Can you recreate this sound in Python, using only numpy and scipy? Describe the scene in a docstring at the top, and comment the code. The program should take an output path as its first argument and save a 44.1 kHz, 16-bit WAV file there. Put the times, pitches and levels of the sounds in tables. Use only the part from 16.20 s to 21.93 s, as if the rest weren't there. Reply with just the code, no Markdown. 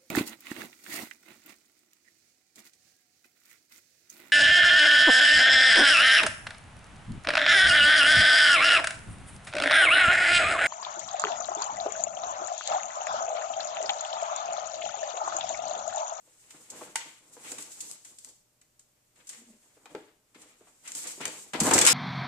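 """Kicking a dirt bike in a small garage.

A rider climbs on, folds out the kick lever and stamps on it. Denim and rubber rustle as grainy
noise; boots, plastics and metal tick and thud as noise bursts through the bike's resonances, and
the seat or tank groans. The kick drives ratchet, gears, piston and pipe into a loud clatter, and
a metal part rings on at the end. Hard walls echo the bike over still air and humming lights."""
import sys
import numpy as np
from scipy import signal
from scipy.fft import rfft, irfft
from scipy.io import wavfile
from scipy.ndimage import uniform_filter1d

SR = 44100
rng = np.random.default_rng(int(sys.argv[2]) if len(sys.argv) > 2 else 0)


def transcribe(signal):
    """Save signal, clipped to [-1, 1], as a 16-bit WAV file at the path in sys.argv[1]."""
    frames = np.atleast_2d(signal).T
    limited = np.clip(frames, -1, 1)
    pcm = np.round(limited * 32767).astype(np.int16)
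    wavfile.write(sys.argv[1], SR, pcm)


N = 252693
T = np.arange(N) / SR


def undb(db):
    return 10 ** (np.asarray(db) / 20)


def unit_rms(x):
    return x / np.sqrt(np.mean(x ** 2))


def wander(rate_hz):
    """Random levels joined by ramps; spread of order 1."""
    step = int(SR / rate_hz)
    return 1.72 * uniform_filter1d(np.repeat(rng.standard_normal(N // step + 1), step), step)[:N]


def panned(x, left_db):
    return x * undb([[left_db / 2], [-left_db / 2]])


def stereo_noise(alike):
    """White noise; left and right are equal at alike = 1."""
    mid, side = rng.standard_normal((2, N))
    return alike * mid + np.sqrt(1 - alike ** 2) * side * np.array([[1], [-1]])


def resonate(x, modes):
    """Steep resonances whose powers add; causal, and keeps the level of white noise."""
    n = 8192
    f = np.maximum(np.fft.rfftfreq(n, 1 / SR), 1)
    power = 0
    for hz, width_hz, db in modes:
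        detune = (f / hz - hz / f) * hz / max(1.714 * width_hz, 20)
        power = power + undb(2 * db) / (1 + detune ** 2) ** 2
    cepstrum = irfft(np.log(power / power.mean()) / 2, n)
    cepstrum[1:n // 2] *= 2  # fold to minimum phase
    cepstrum[n // 2 + 1:] = 0
    response = irfft(np.exp(rfft(cepstrum)), n)[None, :n // 2]
    return signal.oaconvolve(x, response, axes=1)[:, :N]


def bursts(starts_s, levels_db, decays_ms, left_db, base_rise, alike):
    """Noise pushes that die exponentially; longer ones start more softly."""
    envelope = np.zeros(N)
    for start, db, decay_ms in np.broadcast(starts_s, levels_db, decays_ms):
        span = slice(int(start * SR), int((start + 0.15) * SR))
        age = np.maximum(T[span] - start, 0) * 1000 / decay_ms
        rise = base_rise + 0.038 * decay_ms  # share of the decay time
        envelope[span] += undb(db) * np.exp(-age) * (1 - np.exp(-age / rise))
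    return panned(envelope, left_db) * stereo_noise(alike)


# Background spectrum. Each row: frequency in Hz, relative density in dB.
AIR_SPECTRUM = [(20, 4), (35, -8), (60, -16.5), (120, -12), (300, -16.5), (700, -21.5), (1500, -26),
                (4000, -28.5), (7800, -23), (11000, -29), (15000, -28)]
# Hum of the lights. Each row: frequency in Hz, level in dB.
LIGHT_HUM = [(60, -90), (120, -82), (601, -85)]


def air():
    """Still air, microphone hiss and the hum of the lights."""
    hz, density_db = np.transpose(AIR_SPECTRUM)
    f = np.maximum(np.fft.rfftfreq(N, 1 / SR), 1)
    spectrum = undb(np.interp(np.log(f), np.log(hz), density_db))
    mid, side = irfft(rfft(rng.standard_normal((2, N))) * spectrum, N)
    side = signal.sosfilt(signal.butter(1, 380, "high", fs=SR, output="sos"), side)
    noise = unit_rms(mid + 0.91 * side * np.array([[1], [-1]]))
    hum = sum(undb(db) * np.sin(2 * np.pi * pitch * T) for pitch, db in LIGHT_HUM)
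    return noise * undb(-68.5 + 0.14 * wander(2.6)) + hum


# The rider's movements. Each row: time of full level, swell and hold in seconds,
# then treble, mid and bass levels in dB.
RUBS = [(0.086, 0.21, 0.16, -60.5, -71, -74.5), (0.322, 0.14, 0.12, -56.5, -67.5, -70),
        (0.512, 0.03, 0.13, -49, -55, -50.5), (0.775, 0.044, 0.1, -53, -53.5, -64),
        (1.18, 0.25, 0.15, -56, -66.5, -60.5), (1.25, 0.031, 0.17, -47, -54.5, -55),
        (1.665, 0.5, 0.034, -47, -60, -60), (1.87, 0.066, 0.016, -56, -69, -67),
        (2.008, 0.088, 0.071, -58, -76, -73), (2.969, 0.043, 0.025, -65, -72, -73),
        (3.134, 0.097, 0.028, -48.5, -58, -65.5), (3.394, 1, 0.25, -69, -74, -80.5),
        (3.738, 0.31, 0.096, -66.5, -66, -60.5), (4.201, 0.12, 0.093, -62.5, -66.5, -65),
        (4.412, 0.26, 0.17, -66.5, -74.5, -71.5), (4.658, 0.044, 0.05, -49, -56, -61.5),
        (4.767, 0.1, 0.14, -40.5, -53.5, -60.5), (5.021, 0.052, 0.034, -49, -50, -47),
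        (5.133, 0.13, 0.066, -47.5, -59, -57)]


def rub_gains(swell_db=19, fade_db_per_s=130):
    """Treble, mid and bass gains of denim and rubber rubbing: each stroke swells, holds, fades."""
    power = 0
    for full_s, swell_s, hold_s, *bands_db in RUBS:
        rise_db = np.minimum(swell_db * (T - full_s) / swell_s, 0)
        fall_db = fade_db_per_s * np.maximum(T - full_s - hold_s, 0)
        power = power + undb(2 * (np.array(bands_db)[:, None] + rise_db - fall_db))
    return np.sqrt(power)


# Resonances, shared with thuds and ticks. Each row: centre in Hz, nominal width in Hz, weight in dB.
TREBLE_MODES = [(5530, 4740, -1), (7605, 1680, 11.5), (10800, 3700, -38.5)]  # bright colour near the microphone's peak
METAL_MODES = [(1450, 1100, 2.5), (2115, 500, 5), (2780, 1530, 3)]  # lever and frame
BODY_MODES = [(103, 66, -5.5), (246, 132, 4), (305, 157, 4), (480, 110, 4), (640, 350, -1.5), (816, 180, 0),
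              (1110, 720, -3)]  # bike body and pipe


def friction(treble_gain, mid_gain, bass_gain):
    """Rubbing and whirring: dense, uneven, flickering grains excite three sets of resonances."""
    def grains(alike, left_db, flicker_db):
        size = undb(1.82 * rng.exponential(size=N) + flicker_db * wander(40))
        return unit_rms(panned(size * stereo_noise(alike), left_db))
    hiss = resonate(grains(alike=0.68, left_db=0.24, flicker_db=1.97), TREBLE_MODES)
    scrape = resonate(grains(alike=0.68, left_db=4.8, flicker_db=2.65), METAL_MODES)
    body = resonate(grains(alike=0.96, left_db=0.17, flicker_db=2.56), BODY_MODES)
    return hiss * treble_gain + scrape * mid_gain + body * bass_gain


# Blows on seat, tank and floor, and puffs of the pipe. Each row: start in seconds, level in dB,
# upper-mode offset in dB, favoured pitch in Hz.
THUDS = [(0.072, -50.5, -20, 637), (0.342, -45, -6, 218), (0.612, -32, -7, 437), (1.165, -41.5, -8.5, 485),
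         (1.316, -35.5, -8, 457), (1.385, -42.5, -4, 290), (3.566, -48.5, -10.5, 553),
         (3.655, -46.5, 3, 360), (3.748, -28.5, -8.5, 418), (4.155, -45, -11, 280),
         (4.406, -43.5, -18, 530), (4.468, -58.5, 6.5, 610), (4.974, -40, -24, 300), (5.002, -30, -5, 280),
         (5.343, -24.5, 0.5, 310), (5.413, -15, -13, 198), (5.509, -14, -1, 367), (5.524, -21, 1.5, 306),
         (5.553, -11.5, -13, 260), (5.636, -18, -7, 464)]


def thuds():
    """Soft blows: the struck spot favours one body pitch; brighter blows also wake the upper modes."""
    starts_s, db, upper_db, pitches_hz = np.transpose(THUDS)
    blows = bursts(starts_s, db, decays_ms=9.6, left_db=0, base_rise=0.025, alike=1)
    edges = list((starts_s * SR).astype(int)) + [N]
    pitched = np.zeros((2, N))
    for start, end, hz in zip(edges, edges[1:], pitches_hz):
        spot = signal.iirpeak(hz, Q=1.6, fs=SR)
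        pitched[:, start:end] = signal.lfilter(*spot, blows[:, start:end]) * np.sqrt(400 / hz)
    knocks = bursts(starts_s, db + upper_db, decays_ms=9.7, left_db=3.1, base_rise=0.022, alike=0.89)
    return resonate(pitched, BODY_MODES[1:5]) + resonate(knocks, BODY_MODES[5:])


# Ticks, clacks and scuffs of boot, lever and ratchet. Each row: start in seconds, crack level in dB,
# clank offset in dB, crack decay in ms.
TICKS = [(0.3054, -39.5, -8, 5.1), (0.5003, -31, -35, 7), (0.7561, -17, -8.5, 4.4),
         (1.317, -26.5, -19, 5.1), (1.382, -32, -8, 6.9), (1.4233, -30, -34, 4.3), (1.516, -35.5, -20, 8.3),
         (1.604, -24.5, -44, 8.1), (1.7131, -23, -40, 1.1), (1.847, -36.5, -15, 7.6),
         (1.985, -34.5, -29, 4.3), (2.0463, -31.5, -22, 2.3), (2.084, -39.5, -33, 11),
         (2.413, -49, -10.5, 5.4), (2.593, -45, -19.5, 5.4), (2.9575, -56, -6, 5.4), (3.07, -37, -24, 7.7),
         (3.09, -29.5, -18, 8.7), (3.132, -40, -9, 3.3), (3.656, -47.5, 3, 3.6), (3.75, -50, 13.5, 1.6),
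         (4.1444, -52.5, 6.5, 8.3), (4.215, -40.5, -14.5, 8.2), (4.6737, -30.5, -11.5, 9.9),
         (4.718, -27.5, -21, 3.3), (4.7496, -24.5, -28, 5.7), (4.869, -27, -23, 8), (4.9152, -33, -23, 5),
         (5.004, -31.5, -2, 11.4), (5.0535, -17.5, -7.5, 3), (5.079, -27, -21, 2.4), (5.333, -31, 4.5, 7.3),
         (5.401, -10.5, -17.5, 6.6), (5.509, -15.5, -7.5, 5.2), (5.534, -6.5, -30, 9.7),
         (5.5791, -10.5, -7, 4.5), (5.588, -7.5, -22, 3.2), (5.612, -7.5, -14, 7.2),
         (5.6505, -7.5, -16.5, 4), (5.664, -5.5, -12, 4.4), (5.671, -5.5, -10.5, 7.5)]


def ticks():
    """Each contact cracks in the treble and clanks longer in the metal parts, further to the left."""
    starts_s, db, clank_db, decays_ms = np.transpose(TICKS)
    crack = bursts(starts_s, db, decays_ms, left_db=0.93, base_rise=0.049, alike=0.65)
    crack = signal.lfilter(*signal.butter(2, 10500, fs=SR), resonate(crack, TREBLE_MODES))
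    clank = bursts(starts_s, db + clank_db, 1.47 * decays_ms, left_db=4.2, base_rise=0.01, alike=0.76)
    return crack + resonate(clank, METAL_MODES)


# Tones of struck parts. Each row: start in seconds, pitch in Hz, level in dB, T60 in seconds.
RINGS = [(0.7565, 900, -23, 0.034), (0.7565, 1990, -22, 0.026), (5.681, 5125, -20.5, 0.41),
         (0.76, 2360, -34, 0.05), (0.76, 1520, -36, 0.06), (0.61, 1120, -47, 0.09), (3.749, 850, -40, 0.05),
         (3.7485, 430, -27, 0.035), (5.416, 215, -16, 0.06), (5.555, 220, -22, 0.07),
         (5.51, 900, -25, 0.08), (5.616, 3420, -21, 0.035), (5.672, 2240, -25, 0.15)]


def ringing_parts(attack_s=0.0011, flicker_db=0.92):
    """Metal parts and the pipe ring on as damped sines after clacks and the kick."""
    tones = 0
    for start_s, hz, db, t60_s in RINGS:
        age_s = np.maximum(T - start_s, 0)
        decay = undb(db - 60 * age_s / t60_s + flicker_db * wander(120))
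        attack = np.clip(age_s / attack_s, 0, 1)
        tones = tones + attack * decay * np.sin(2 * np.pi * hz * age_s)
    return panned(tones, left_db=2)


# Groan envelope. Each row: time in seconds, level in dB.
GROAN_LEVELS = [(3.16, -74), (3.235, -55.5), (3.265, -63), (3.315, -56), (3.37, -62), (3.41, -88),
                (3.44, -69), (3.47, -107)]


def seat_groan(jerks_per_s=260):
    """Seat or tank sticks and slips under the rider's weight; the jerks ring two low resonances."""
    times_s, db = np.transpose(GROAN_LEVELS)
    jerks = (rng.random((1, N)) < jerks_per_s / SR) * rng.standard_normal((1, N))
    creak = unit_rms(resonate(jerks, [(230, 19.5, -0.5), (400, 200, -20)]))
    return creak * undb(np.interp(T, times_s, db, left=-150, right=-150))


# Deep frame resonance. Each row: centre in Hz, nominal width in Hz, weight in dB.
RUMBLE_MODES = [(80, 55, 0)]
# Rumble envelope. 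Each row: time in seconds, level in dB.
RUMBLE_LEVELS = [(5.329, -62), (5.36, -60), (5.43, -47), (5.57, -49), (5.64, -58)]


def frame_rumble():
    """The frame shakes while the lever goes down."""
    times_s, db = np.transpose(RUMBLE_LEVELS)
    shake = resonate(stereo_noise(alike=0.99), RUMBLE_MODES)
    return shake * undb(np.interp(T, times_s, db, left=-150, right=-150))


def ratchet_gain(teeth_per_s=139.9, max_jump_db=12):
    """Gain that jumps as each tooth slips, at an uneven pace, and sags until the next."""
    teeth_passed = np.cumsum(teeth_per_s * (1 + 0.3 * wander(90))) / SR
    jump_db = max_jump_db * rng.random(N // 50)[teeth_passed.astype(int)]
    return unit_rms(undb(jump_db * np.exp(-(teeth_passed % 1) / 0.3)))


# Whirr of gears and piston. Each row: time in seconds, then treble, mid and bass levels in dB.
KICK_LEVELS = [(5.335, -79, -50, -34), (5.36, -56, -40, -46), (5.39, -48, -57, -34.5),
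               (5.43, -29, -38.5, -28), (5.48, -31, -32.5, -27.5), (5.52, -38, -41.5, -32.5),
               (5.57, -25.5, -31, -28), (5.6, -45, -39, -32.5), (5.64, -31, -30, -38.5),
               (5.69, -23.5, -27.5, -35), (5.73, -24.5, -30, -40)]


def kick_gains():
    """Treble, mid and bass gains as the kick turns the engine over; the ratchet chops the upper two."""
    times_s, *bands_db = np.transpose(KICK_LEVELS)
    treble, mids, bass = (undb(np.interp(T, times_s, db, left=-150)) for db in bands_db)
    chop = ratchet_gain()
    return np.array([treble * chop, mids * chop, bass])


# Garage reverberation. Each row: band centre in Hz, T60 in seconds, echo level in dB.
ECHO_BANDS = [(150, 0.34, -6.5), (520, 0.39, -6.5), (1620, 0.43, -5.5), (3930, 0.45, -3),
              (9270, 0.25, -8.5), (13100, 0.099, -4)]


def garage_echo(x, delay_s=0.004, build_s=0.0028):
    """Hard walls return a noise tail in overlapping bands, each fading at its own rate."""
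    t = np.arange(SR) / SR
    log_hz = np.log(np.maximum(np.fft.rfftfreq(SR, 1 / SR), 1))
    log_centres = np.log([row[0] for row in ECHO_BANDS])
    tail = 0
    for k, (hz, t60_s, echo_db) in enumerate(ECHO_BANDS):
        share = np.sqrt(np.interp(log_hz, log_centres, np.arange(len(ECHO_BANDS)) == k))
        band = irfft(rfft(rng.standard_normal((2, SR))) * share, SR)
        band[1] += max(1 - hz / 1500, 0) * (band[0] - band[1])  # bass is alike left and right
        fade = undb(-60 * t / t60_s) * np.clip((t - delay_s) / build_s, 0, 1)
        tail = tail + undb(echo_db) * band * fade / np.sqrt(np.sum(fade ** 2))
    return signal.fftconvolve(x, tail, axes=1)[:, :N]


def scene():
    """Rider and bike with their echo, over dry frame rumble and air."""
    impacts = ticks() + thuds()
    friction_gains = np.hypot(rub_gains(), kick_gains())  # powers add
    bike = impacts + friction(*friction_gains) + ringing_parts() + seat_groan()
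    return bike + garage_echo(bike) + frame_rumble() + air()


def record(dry):
    """The deepest bass is lost, peaks are rounded, and the treble stops steeply at 14.6 kHz."""
    bass_cut = signal.butter(2, 45, "high", fs=SR)
    treble_cut = signal.ellip(8, 0.2, 70, 14600, fs=SR, output="sos")
    return signal.sosfilt(treble_cut, np.tanh(signal.lfilter(*bass_cut, dry)))


dry = scene()
out = record(dry)
transcribe(out)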